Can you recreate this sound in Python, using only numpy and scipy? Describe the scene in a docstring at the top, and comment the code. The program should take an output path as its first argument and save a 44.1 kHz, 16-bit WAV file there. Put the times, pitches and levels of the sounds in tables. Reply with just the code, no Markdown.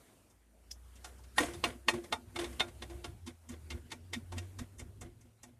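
"""A faint background noise and a rumble from outside come first, then a far engine hums low: noise and gliding tones.
A steel ladle is knocked again and again on the rim of a full, gravy-damped pot in a small kitchen:
short gritty pushes ring its modes, crack and sizzle, and its handle slides on as rubbing noise.
The pot shudders and rattles on the stove grate: two wavering tones, a thud and noise through resonances.
Glass bangles tick once, struck in the same way as the ladle."""
import sys
import numpy as np
from scipy import signal
from scipy.fft import rfft, irfft, next_fast_len
from scipy.io import wavfile
from scipy.ndimage import uniform_filter1d, map_coordinates

SR = 44100
rng = np.random.default_rng(int(sys.argv[2]) if len(sys.argv) > 2 else 0)


def volts_from_db(level):
    """Convert decibel levels to linear amplitude ratios."""
    exponent = np.asarray(level, float) / 20
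    return 10 ** exponent


def inscribe(sig):
    """Save sig as 16-bit PCM at rate SR to the path in sys.argv[1].

    A 1-D sig is mono; a 2-D sig holds one channel per row.
    Samples are clipped to [-1, 1] before scaling.
    """
    pcm = np.round(np.clip(np.atleast_2d(sig).T, -1, 1) * 32767)
    wavfile.write(sys.argv[1], SR, pcm.astype(np.int16))


N = 246519  # length in samples
TIME = np.arange(N) / SR  # seconds

# Spectra give relative levels: the noise they colour is set to its final level later.
# rumble from outside, its spectrum: (frequency [Hz], level [dB per Hz])
RUMBLE_SPECTRUM = [(12, -62.5), (20, -37.5), (48, -9), (87, -4), (150, -14.5), (201, -22), (400, -21),
                   (520, -67), (880, -120)]
# the dull part of the background noise, its spectrum: (frequency [Hz], level [dB per Hz])
MURK_SPECTRUM = [(88, -50.5), (150, -19), (198, -9.5), (463, -16), (592, -16.5), (1120, -24.5), (1470, -23),
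                 (6000, -32.5), (7800, -64.5), (13200, -120)]
# the fine part of the background noise, its spectrum: (frequency [Hz], level [dB per Hz])
HISS_SPECTRUM = [(2500, -26.5), (4500, -18), (6500, -2), (9500, 1.5), (11500, -7.5), (13800, -0.5),
                 (15000, -14)]
# how loud the outside rumble is, before a slow random wobble: (time [s], level [dB])
RUMBLE_LEVEL = [(0, -63.5), (.45, -72.5), (1.0, -66), (1.55, -53.5), (1.85, -68), (2.1, -57), (2.66, -58),
                (3.0, -52), (3.4, -62), (3.8, -54.5), (4.4, -54), (5.04, -53), (5.2, -66.5), (5.59, -63)]
# the level of the background noise rises and falls: (time [s], hiss level [dB])
HISS_LEVEL = [(0, -68), (.45, -79), (1.05, -68.5), (1.3, -71), (1.56, -62.5), (1.7, -64.5), (1.85, -72.5),
              (2.05, -65.5), (2.25, -72.5), (2.54, -61.5), (2.7, -69), (2.95, -66), (3.3, -76),
              (3.67, -69.5), (4.0, -74), (4.5, -69.5), (5.0, -75.5), (5.59, -80)]
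# the engine's first low tone: (time [s], pitch [Hz], level [dB])
ENGINE_HUM = [(0.2, 53.1, -72), (0.66, 57.3, -62), (0.73, 59.9, -53.5), (1.15, 62.3, -55),
              (1.43, 62.9, -51.5), (2.01, 63.8, -55.5), (2.08, 63.5, -74), (2.3, 61.9, -60.5),
              (2.5, 64.4, -47), (2.66, 65.1, -57.5), (2.96, 63.6, -47), (3.17, 63, -66.5)]
# the engine's second low tone: (time [s], pitch [Hz], level [dB])
ENGINE_DRONE = [(3.17, 86, -69.5), (3.24, 86.7, -47), (3.31, 85.26, -61.5), (3.47, 80.8, -58),
                (3.53, 79.85, -47.5), (3.62, 77.1, -54.5), (3.76, 73.3, -43.5), (3.86, 72.9, -65),
                (3.99, 87.8, -60.5), (4.12, 91.6, -49.5), (4.27, 88.9, -51), (4.37, 90.6, -38.5),
                (4.52, 94, -51), (4.63, 93.35, -51.5), (4.89, 103.5, -64), (5.04, 102, -54.5),
                (5.12, 107.7, -67), (5.59, 115.2, -65.5)]
# how long the kitchen echoes: (frequency [Hz], time to fall 60 dB [s])
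KITCHEN_FADE = [(200, 0.36), (2000, 0.067), (10000, 0.058)]
# the two wall modes of the full pot: (low mode [Hz], upper mode [Hz])
WALL_HZ = [242.1, 347]
# spectrum of the stove top thudding under the pot: (frequency [Hz], level [dB per Hz])
THUD_SPECTRUM = [(20, -14), (40, -3), (110, 3), (170, -7), (260, -37.5)]
# resonances of the pot on iron: (frequency [Hz], width [Hz], relative level [dB])
RATTLE_RESONANCES = [(292, 61, -1), (493, 54, -1), (593, 35, -3.5), (707, 26, 1.5), (980, 190, -11.5),
                     (1150, 120, -9.5), (1500, 150, -12.5), (2042, 350, -12.5), (3317, 740, -17.5)]
# spectrum of metal rubbing on metal: (frequency [Hz], level [dB per Hz])
RUBBING_SPECTRUM = [(880, -24), (1500, -5.5), (3520, -18), (3880, -15.5), (9920, -10.5), (12600, -26.5),
                    (14500, -39.5)]
# the pot lands on the grate; each part below scales the last column:
# (time [s], low wall mode [dB], upper wall mode [dB], rattle [dB], basic time to fall 60 dB [s])
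LANDINGS = [(1.052, -71, -70, -56.5, .3), (1.384, -45.5, -51, -39, 0.17), (1.408, -37, -62, -29.5, 0.17),
            (1.433, -49, -43.5, -35.5, .28), (1.49, -56, -41.5, -52, 0.37), (1.555, -75, -38.5, -51, 0.1),
            (1.644, -53, -51, -30, 0.12), (1.677, -45, -60, -40, 0.19), (1.715, -61.5, -48.5, -59, 0.23),
            (1.761, -53, -62, -85, 0.086), (1.89, -42.5, -40, -30, 0.095), (1.94, -38, -39.5, -41.5, 0.21),
            (1.99, -65, -39.5, -60, .14), (2.045, -63, -46, -52.5, 0.15), (2.127, -46, -46, -36, .1),
            (2.19, -53.5, -62.5, -76, .3), (2.36, -50, -56, -45.5, .3), (2.396, -56, -32.5, -35.5, 0.22),
            (2.435, -51.5, -43, -43, 0.34), (2.501, -52.5, -46.5, -62, 0.14),
            (2.606, -46.5, -49, -34.5, .09), (2.64, -60, -48, -53, 0.31), (2.685, -52.5, -48, -49, 0.077),
            (2.825, -50, -47.5, -42, 0.098), (2.91, -64, -47, -53, 0.28), (2.94, -68.5, -45, -62, .25),
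            (3.05, -57, -47.5, -45, 0.18), (3.1, -75, -52.5, -62, .12), (3.283, -46, -51, -49, 0.17),
            (3.506, -45, -58, -53, 0.2), (3.536, -60, -53, -53, .13), (3.715, -47.5, -50.5, -53, 0.21),
            (3.75, -46.5, -48.5, -55.5, 0.16), (3.78, -58, -54, -58, 0.096), (3.86, -59, -77, -72, 0.27),
            (3.924, -66, -57, -49, 0.15), (3.96, -52.5, -70, -68.5, 0.19), (4.132, -82, -57, -47, .2),
            (4.172, -41.5, -58, -60, 0.17), (4.335, -54.5, -53, -51, .2), (4.372, -44, -70, -49.5, 0.13),
            (4.42, -80, -54, -56, 0.34), (4.594, -49.5, -56, -48, 0.17), (4.618, -40.5, -58, -55, .12),
            (4.802, -54, -65.5, -54, 0.18), (4.826, -50.5, -80, -64.5, 0.18),
            (4.866, -71, -58.5, -64, 0.17), (5.02, -52.5, -53, -52.5, 0.25), (5.06, -59, -55.5, -67, .25),
            (5.2, -65.5, -78, -74.5, 0.18), (5.255, -58, -67, -66.5, 0.18), (5.44, -63.5, -76, -58.5, 0.19),
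            (5.474, -53.5, -66.5, -68.5, .3)]
# one row each for low wall mode, upper wall mode, rattle: (swell [dB per s], factor on the basic fall time [1])
LANDING_SHAPES = [(800, 0.83), (800, 0.93), (2300, 1.05)]
# wrist bangles touch: (time [s], level [dB])
BANGLE_TICKS = [(0.7134, -33.5)]
# modes of the bangles: (frequency [Hz], relative level [dB], time to fall 60 dB [s])
BANGLE_MODES = [(3350, -14, .02), (4900, -6, .018), (5300, 0, .02), (5620, -2, .018), (6010, -1, .018)]
# contacts of ladle and rim; 8 dB is later added to the bass and 16.5 dB to the treble:
# (time [s], level [dB], bass setting [dB], treble setting [dB], favoured mode [Hz])
KNOCKS = [(0.3087, -57.5, -4, 2, 2130), (0.9622, -51.5, -11, 4, 1610), (1.0465, -38, -1.5, -10, 1458),
          (1.1892, -52, 13, -6, 1500), (1.2431, -53, -2, -13, 1463), (1.3823, -16.5, -1.5, -23.5, 1850),
          (1.5374, -40, -3, -15, 1037), (1.6402, -20, -3, -22, 1070), (1.8846, -16, -5, -19.5, 1790),
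          (1.9385, -37.5, 16.5, -13, 1150), (2.0423, -44.5, 1, -14, 2095), (2.1256, -21.5, 0, -22.5, 1970),
          (2.3615, -30, 0.5, -21, 2196), (2.39, -31.5, -8, -20, 1053), (2.415, -38.5, -2, -19, 2130),
          (2.4433, -35, 0, -19.5, 2170), (2.533, -51.5, -2, -12, 2130), (2.598, -26.5, -10, -20, 1090),
          (2.6045, -20, -5.5, -30, 3612), (2.685, -49.5, 2, -12, 2130), (2.8235, -36.5, -10, -23, 1115),
          (2.9008, -46.5, 2, -14, 2340), (3.0445, -34, -6.5, -20.5, 1066), (3.2674, -44, -6.5, -10, 982),
          (3.276, -40.5, -17, -16, 1103), (3.4925, -43, -10, 8, 1080), (3.7055, -35.5, -9, -15.5, 2160),
          (3.52, -48.5, -5, -9, 2130), (3.7185, -40, -6.5, -25, 2160), (3.9084, -47, -15.5, -16, 2370),
          (3.9185, -33.5, -8, -15.5, 2099), (4.1345, -29, -13, -17, 1930), (4.1445, -36, -14.5, -26, 1916),
          (4.3231, -38.5, 4.5, -13.5, 950), (4.3824, -35.5, -11, -12, 1860), (4.5905, -38, -6.5, -11, 1093),
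          (4.788, -48, -22, 18.5, 959), (4.7965, -40.5, -6, 0, 2143), (5.014, -42, -3.5, 14.5, 1414),
          (5.2164, -55.5, -4, -0.5, 1904), (5.435, -43.5, 0, 2.5, 1890)]
# modes of ladle and rim: (frequency [Hz], relative level [dB], time to fall 60 dB [s])
STEEL_MODES = [(711, -5.5, 0.053), (877.7, -8, 0.088), (991, -8.5, 0.037), (1090, -0.5, 0.026),
               (1236, -7.5, .05), (1408, -10.5, 0.14), (1583, -15.5, 0.054), (1876, -1.5, 0.065),
               (2130, -1.5, 0.045), (2314, -9.5, 0.12), (2557, -6.5, 0.068), (2784, -1.5, 0.04),
               (3110, 0, 0.022), (3460, -7, 0.043), (3612, 0.5, 0.051), (3640, -24, 0.15),
               (4234, -13.5, 0.06), (4650, -22.5, 0.024)]
# basic colour of the contact of ladle and rim: (frequency [Hz], level [dB per Hz])
CONTACT_COLOUR = [(90, -35.5), (200, -19), (700, -6.5), (1900, -6.5), (3700, -4.5), (4500, -5),
                  (9000, -11.5), (14500, -34)]
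# the handle slides along the rim: (time [s], level [dB], time to fall 60 dB [s])
SCRAPES = [(1.055, -57.5, .25), (1.367, -53, .3), (1.384, -37.5, .33), (1.545, -57, .2),
           (2.364, -50, 0.052), (2.396, -67.5, .4), (2.44, -59, 0.5), (4.335, -68, .6)]
# response of the microphone: (frequency [Hz], level [dB])
MICROPHONE = [(9000, -1.5), (12000, 2.5), (14000, -6.5), (14900, -17.5), (15200, -40.5)]


def unit(x):
    """x at rms 1."""
    return x / np.sqrt(np.mean(x ** 2) + 1e-20)


def along(points, hz):
    """Reads (Hz, value) points on a log frequency axis."""
    f, v = np.transpose(points)
    return np.interp(np.log(hz + 1), np.log(f + 1), v)


def curves(rows):
    """One value per sample for each column after the time."""
    s, *columns = np.transpose(rows)
    return [np.interp(TIME, s, column) for column in columns]


def sounding(rows):
    """1 between the first and last row of a table, fading over 50 ms outside."""
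    first, last = rows[0][0], rows[-1][0]
    return np.interp(TIME, [first - .05, first, last, last + .05], [0, 1, 1, 0])


def wobble(rate):
    """A smooth random curve through rate random points a second."""
    return map_coordinates(rng.standard_normal(int(N * rate / SR) + 4), [TIME * rate])


def filtered(x, response):
    """x times a response of frequency, which may be complex."""
    m = next_fast_len(x.shape[-1] + 8192)
    spectrum = rfft(x, m) * response(np.fft.rfftfreq(m, 1 / SR))
    return irfft(spectrum, m)[..., :x.shape[-1]]


def rush(spectrum, patchy_db):
    """Coloured noise of rms 1, with patches of random gain in time and frequency."""
    z = signal.stft(rng.standard_normal(N + SR), nperseg=512)[2]
    field = uniform_filter1d(rng.standard_normal(z.shape), size=6, axis=0)
    field = uniform_filter1d(field, size=10, axis=1)
    noise = signal.istft(z * volts_from_db(patchy_db * unit(field)), nperseg=512)[1][:N]
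    return unit(filtered(noise, lambda hz: volts_from_db(along(spectrum, hz))))


def tone(hz, rough, rate):
    """A sine of rms about 1 whose phase and size waver."""
    size = volts_from_db(5 * rough * wobble(rate))
    phase = 2 * np.pi * np.cumsum(hz) / SR + rough * wobble(rate)
    return np.sqrt(2) * size * np.sin(phase)


def swells(s, db, t60, rise_db_per_s):
    """Gain of events that swell to a peak at s and die away; their energies add."""
    energy = np.zeros(N)
    for at, peak_db, last in zip(s, db, t60):
        near = slice(round((at - .2) * SR), round((at + .6) * SR))
        late = TIME[near] - at
        slope = np.where(late < 0, rise_db_per_s, -60 / last)
        energy[near] += volts_from_db(peak_db + slope * late) ** 2
    return np.sqrt(energy)


def air():
    """Patchy coloured noise: rumble from outside, a dull murk and a fine hiss."""
    (rumble_db,), (hiss_db,) = curves(RUMBLE_LEVEL), curves(HISS_LEVEL)
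    # the murk follows the level of the hiss, 5.5 dB louder on average
    murk_db = hiss_db.mean() + 5.5 + 0.96 * (hiss_db - hiss_db.mean())
    rumble = volts_from_db(rumble_db - 1.7 * wobble(5.3)) * rush(RUMBLE_SPECTRUM, patchy_db=3)
    hiss = volts_from_db(hiss_db) * rush(HISS_SPECTRUM, patchy_db=.6)
    murk = volts_from_db(murk_db) * rush(MURK_SPECTRUM, patchy_db=2.5)
    return rumble + murk + hiss


def engine():
    """Two low gliding tones, one after the other; the first has a weak partner at 1.5 times its pitch."""
    (hum_hz, hum_db), (drone_hz, drone_db) = curves(ENGINE_HUM), curves(ENGINE_DRONE)
    partner = volts_from_db(-17) * tone(1.5 * hum_hz, rough=.4, rate=8)
    hum = volts_from_db(hum_db) * (tone(hum_hz, rough=.08, rate=8) + partner) * sounding(ENGINE_HUM)
    drone = volts_from_db(drone_db) * tone(drone_hz, rough=0.1, rate=11) * sounding(ENGINE_DRONE)
    return hum + drone


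def kitchen(x):
    """Echoes x with a fresh two-channel room tail; each frequency dies at its own speed."""
    hz, t, z = signal.stft(rng.standard_normal((2, SR // 3)), SR, nperseg=256)
    z[1] = z[0] + .2 * z[1]  # the microphone ports are close: nearly the same tail
    fading = volts_from_db(-60 * t / along(KITCHEN_FADE, hz)[:, None])
    tail = signal.istft(z * fading, SR, nperseg=256)[1]
    delayed = np.pad(x, (300, 0))
    return signal.fftconvolve(delayed[None], tail / np.linalg.norm(tail[0]), axes=1)


def pot():
    """The pot rocks on the grate: its wall modes swell, the stove top thuds, and it rattles on the iron."""
    s, *levels, t60 = np.transpose(LANDINGS)
    low, upper, rattling = [swells(s, db, t60 * longer, rise)
                            for db, (rise, longer) in zip(levels, LANDING_SHAPES)]
    walls = low * tone(np.full(N, WALL_HZ[0]), rough=0.67, rate=39)
    walls += upper * tone(np.full(N, WALL_HZ[1]), rough=0.64, rate=25)
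    thud = low * volts_from_db(-4) * rush(THUD_SPECTRUM, patchy_db=2.5)
    jolts = volts_from_db(3 * wobble(150)) * rng.standard_normal(N)

    def body(f):
        """The resonances side by side, with alternating sign."""
        total = 0
        for k, (centre, width, db) in enumerate(RATTLE_RESONANCES):
            resonance = 1j * f * width / (centre ** 2 - f * f + 1j * f * width)
            total = total + (-1) ** k * volts_from_db(db) * resonance
        return total

    rattle = unit(filtered(jolts, body)) + volts_from_db(-10.5) * rush(RUBBING_SPECTRUM, patchy_db=1.5)
    return walls + thud + rattling * rattle


def struck(events, modes, colour, ring_db, crack_db, sizzle_db):
    """Each contact is a short gritty push: it rings the modes at new strengths, cracks, sizzles, wakes the room."""
    out, t = np.zeros((2, N + SR)), np.arange(SR // 4) / SR
    hz, mode_db, t60 = np.transpose(modes)[:, :, None]
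    fading = volts_from_db(mode_db - 60 * t / t60) ** 2
    for s, db, last, *place in events:
        rise = 0.00069 * volts_from_db(-.45 * (db + 15.5))  # seconds; a lighter blow lands more softly
        push = volts_from_db(-60 * t / last) * (1 - np.exp(-t / rise)) ** 2
        # ring: the push feeds energy into every mode
        strengths = volts_from_db(3.5 * rng.standard_normal((len(modes), 1)))
        stored = np.abs(signal.fftconvolve(push[None] ** 2, fading, axes=1)[:, :len(t)])
        drift = 0.064 * np.cumsum(rng.standard_normal(stored.shape), axis=1)  # the ring is never pure
        phase = 2 * np.pi * (hz * t + rng.random(hz.shape)) + drift
        ring = (strengths * colour(hz, *place) * np.sqrt(stored) * np.sin(phase)).sum(axis=0)
        ring = volts_from_db(ring_db + 0.25 * (db + 11.5)) * unit(ring)  # light blows ring less
        # crack and sizzle share one noise
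        grit = unit(filtered(rng.standard_normal(len(t)), lambda f: colour(f, *place)))
        bright = filtered(grit, lambda f: volts_from_db(along([(3500, -31), (5500, -0.5)], f)))
        crack = volts_from_db(crack_db) * push * (grit - 0.73 * bright)
        sizzle = volts_from_db(-60 * t / 0.096) * (1 - np.exp(-t / 0.002)) * bright  # dense high modes blur into noise
        clink = volts_from_db(db) * (ring + crack + volts_from_db(sizzle_db) * sizzle)
        lead_in = volts_from_db(db - 20 - 60 * t[600:0:-1] / 0.018) * grit[-600:]  # faint noise swells ahead of the blow
        echo = volts_from_db(-18) * kitchen(clink)
        start = round((s - 1.7 * rise) * SR)
        out[:, start - len(lead_in):start] += lead_in
        out[:, start:start + len(t)] += clink
        out[:, start:start + echo.shape[1]] += echo
    return out[:, :N]


def bangles():
    """One thin, bright tick of glass: a short push on a few high modes."""
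    def colour(f):
        return volts_from_db(along([(500, -24), (3000, -4.0), (5500, -3.5), (11000, -18.5)], f))

    ticks = [(s, db, .03) for s, db in BANGLE_TICKS]  # each push falls 60 dB in 30 ms
    return struck(ticks, BANGLE_MODES, colour, ring_db=-17.5, crack_db=-8, sizzle_db=-6.5)


def ladle():
    """Each blow has its own bass, treble and favoured modes; now and then the handle slides on."""
    def colour(f, bass_db, treble_db, favoured_hz):
        tilt_db = along([(900, bass_db + 8), (1800, 0.0013), (4000, 0), (6000, treble_db + 16.5)], f)
        distance = np.log(f + 1) - np.log(favoured_hz)
        favour_db = 6.5 * np.exp(-distance ** 2 / 0.012)
        return volts_from_db(along(CONTACT_COLOUR, f) + tilt_db + favour_db)

    # the push of a -17 dB blow falls 60 dB in 14 ms; lighter contacts linger 1.6 ms longer per dB
    blows = [(s, db, .014 + 0.0016 * (-17 - db), *place) for s, db, *place in KNOCKS]
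    slide = swells(*np.transpose(SCRAPES), rise_db_per_s=1099.5) * volts_from_db(1.7 * wobble(90))
    knocks = struck(blows, STEEL_MODES, colour, ring_db=-17.0, crack_db=1.0, sizzle_db=-6.5)
    return knocks + slide * rush(RUBBING_SPECTRUM, patchy_db=3.5)


def scene():
    """All sources, close to the middle."""
    return air() + engine() + pot() + bangles() + ladle()


def low_pass(x):
    """Removes everything above the highest recorded frequency."""
    return signal.sosfilt(signal.butter(12, 15050, fs=SR, output="sos"), x)


def record(dry):
    """A phone, mono in effect, with a dull top; a brief stereo smear is heard at sudden rises."""
    mono = filtered(dry.mean(axis=0), lambda hz: volts_from_db(along(MICROPHONE, hz)))
    # differences between samples bring out the treble
    power = np.abs(uniform_filter1d(np.diff(mono, prepend=0) ** 2, size=256))
    level_db = 10 * np.log10(power + 1e-14)
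    earlier_db = np.interp(TIME - .02, TIME, level_db)  # 20 ms before
    jump = level_db - earlier_db > 12.5
    spread = 0.036 * SR  # samples that each jump stays wide, mostly after it
    held = uniform_filter1d(1. * jump, size=round(spread), origin=round(.3 * spread)) > 1e-6
    gate = uniform_filter1d(1. * held, size=300)
    smear = rng.standard_normal(400) * volts_from_db(-60 * np.arange(400) / 500)
    smeared = signal.fftconvolve(mono, smear / np.linalg.norm(smear))[:N]
    side = volts_from_db(-18.5) * smeared * gate
    return low_pass(mono + side * [[1], [-1]])


dry = scene()
out = record(dry)
inscribe(out)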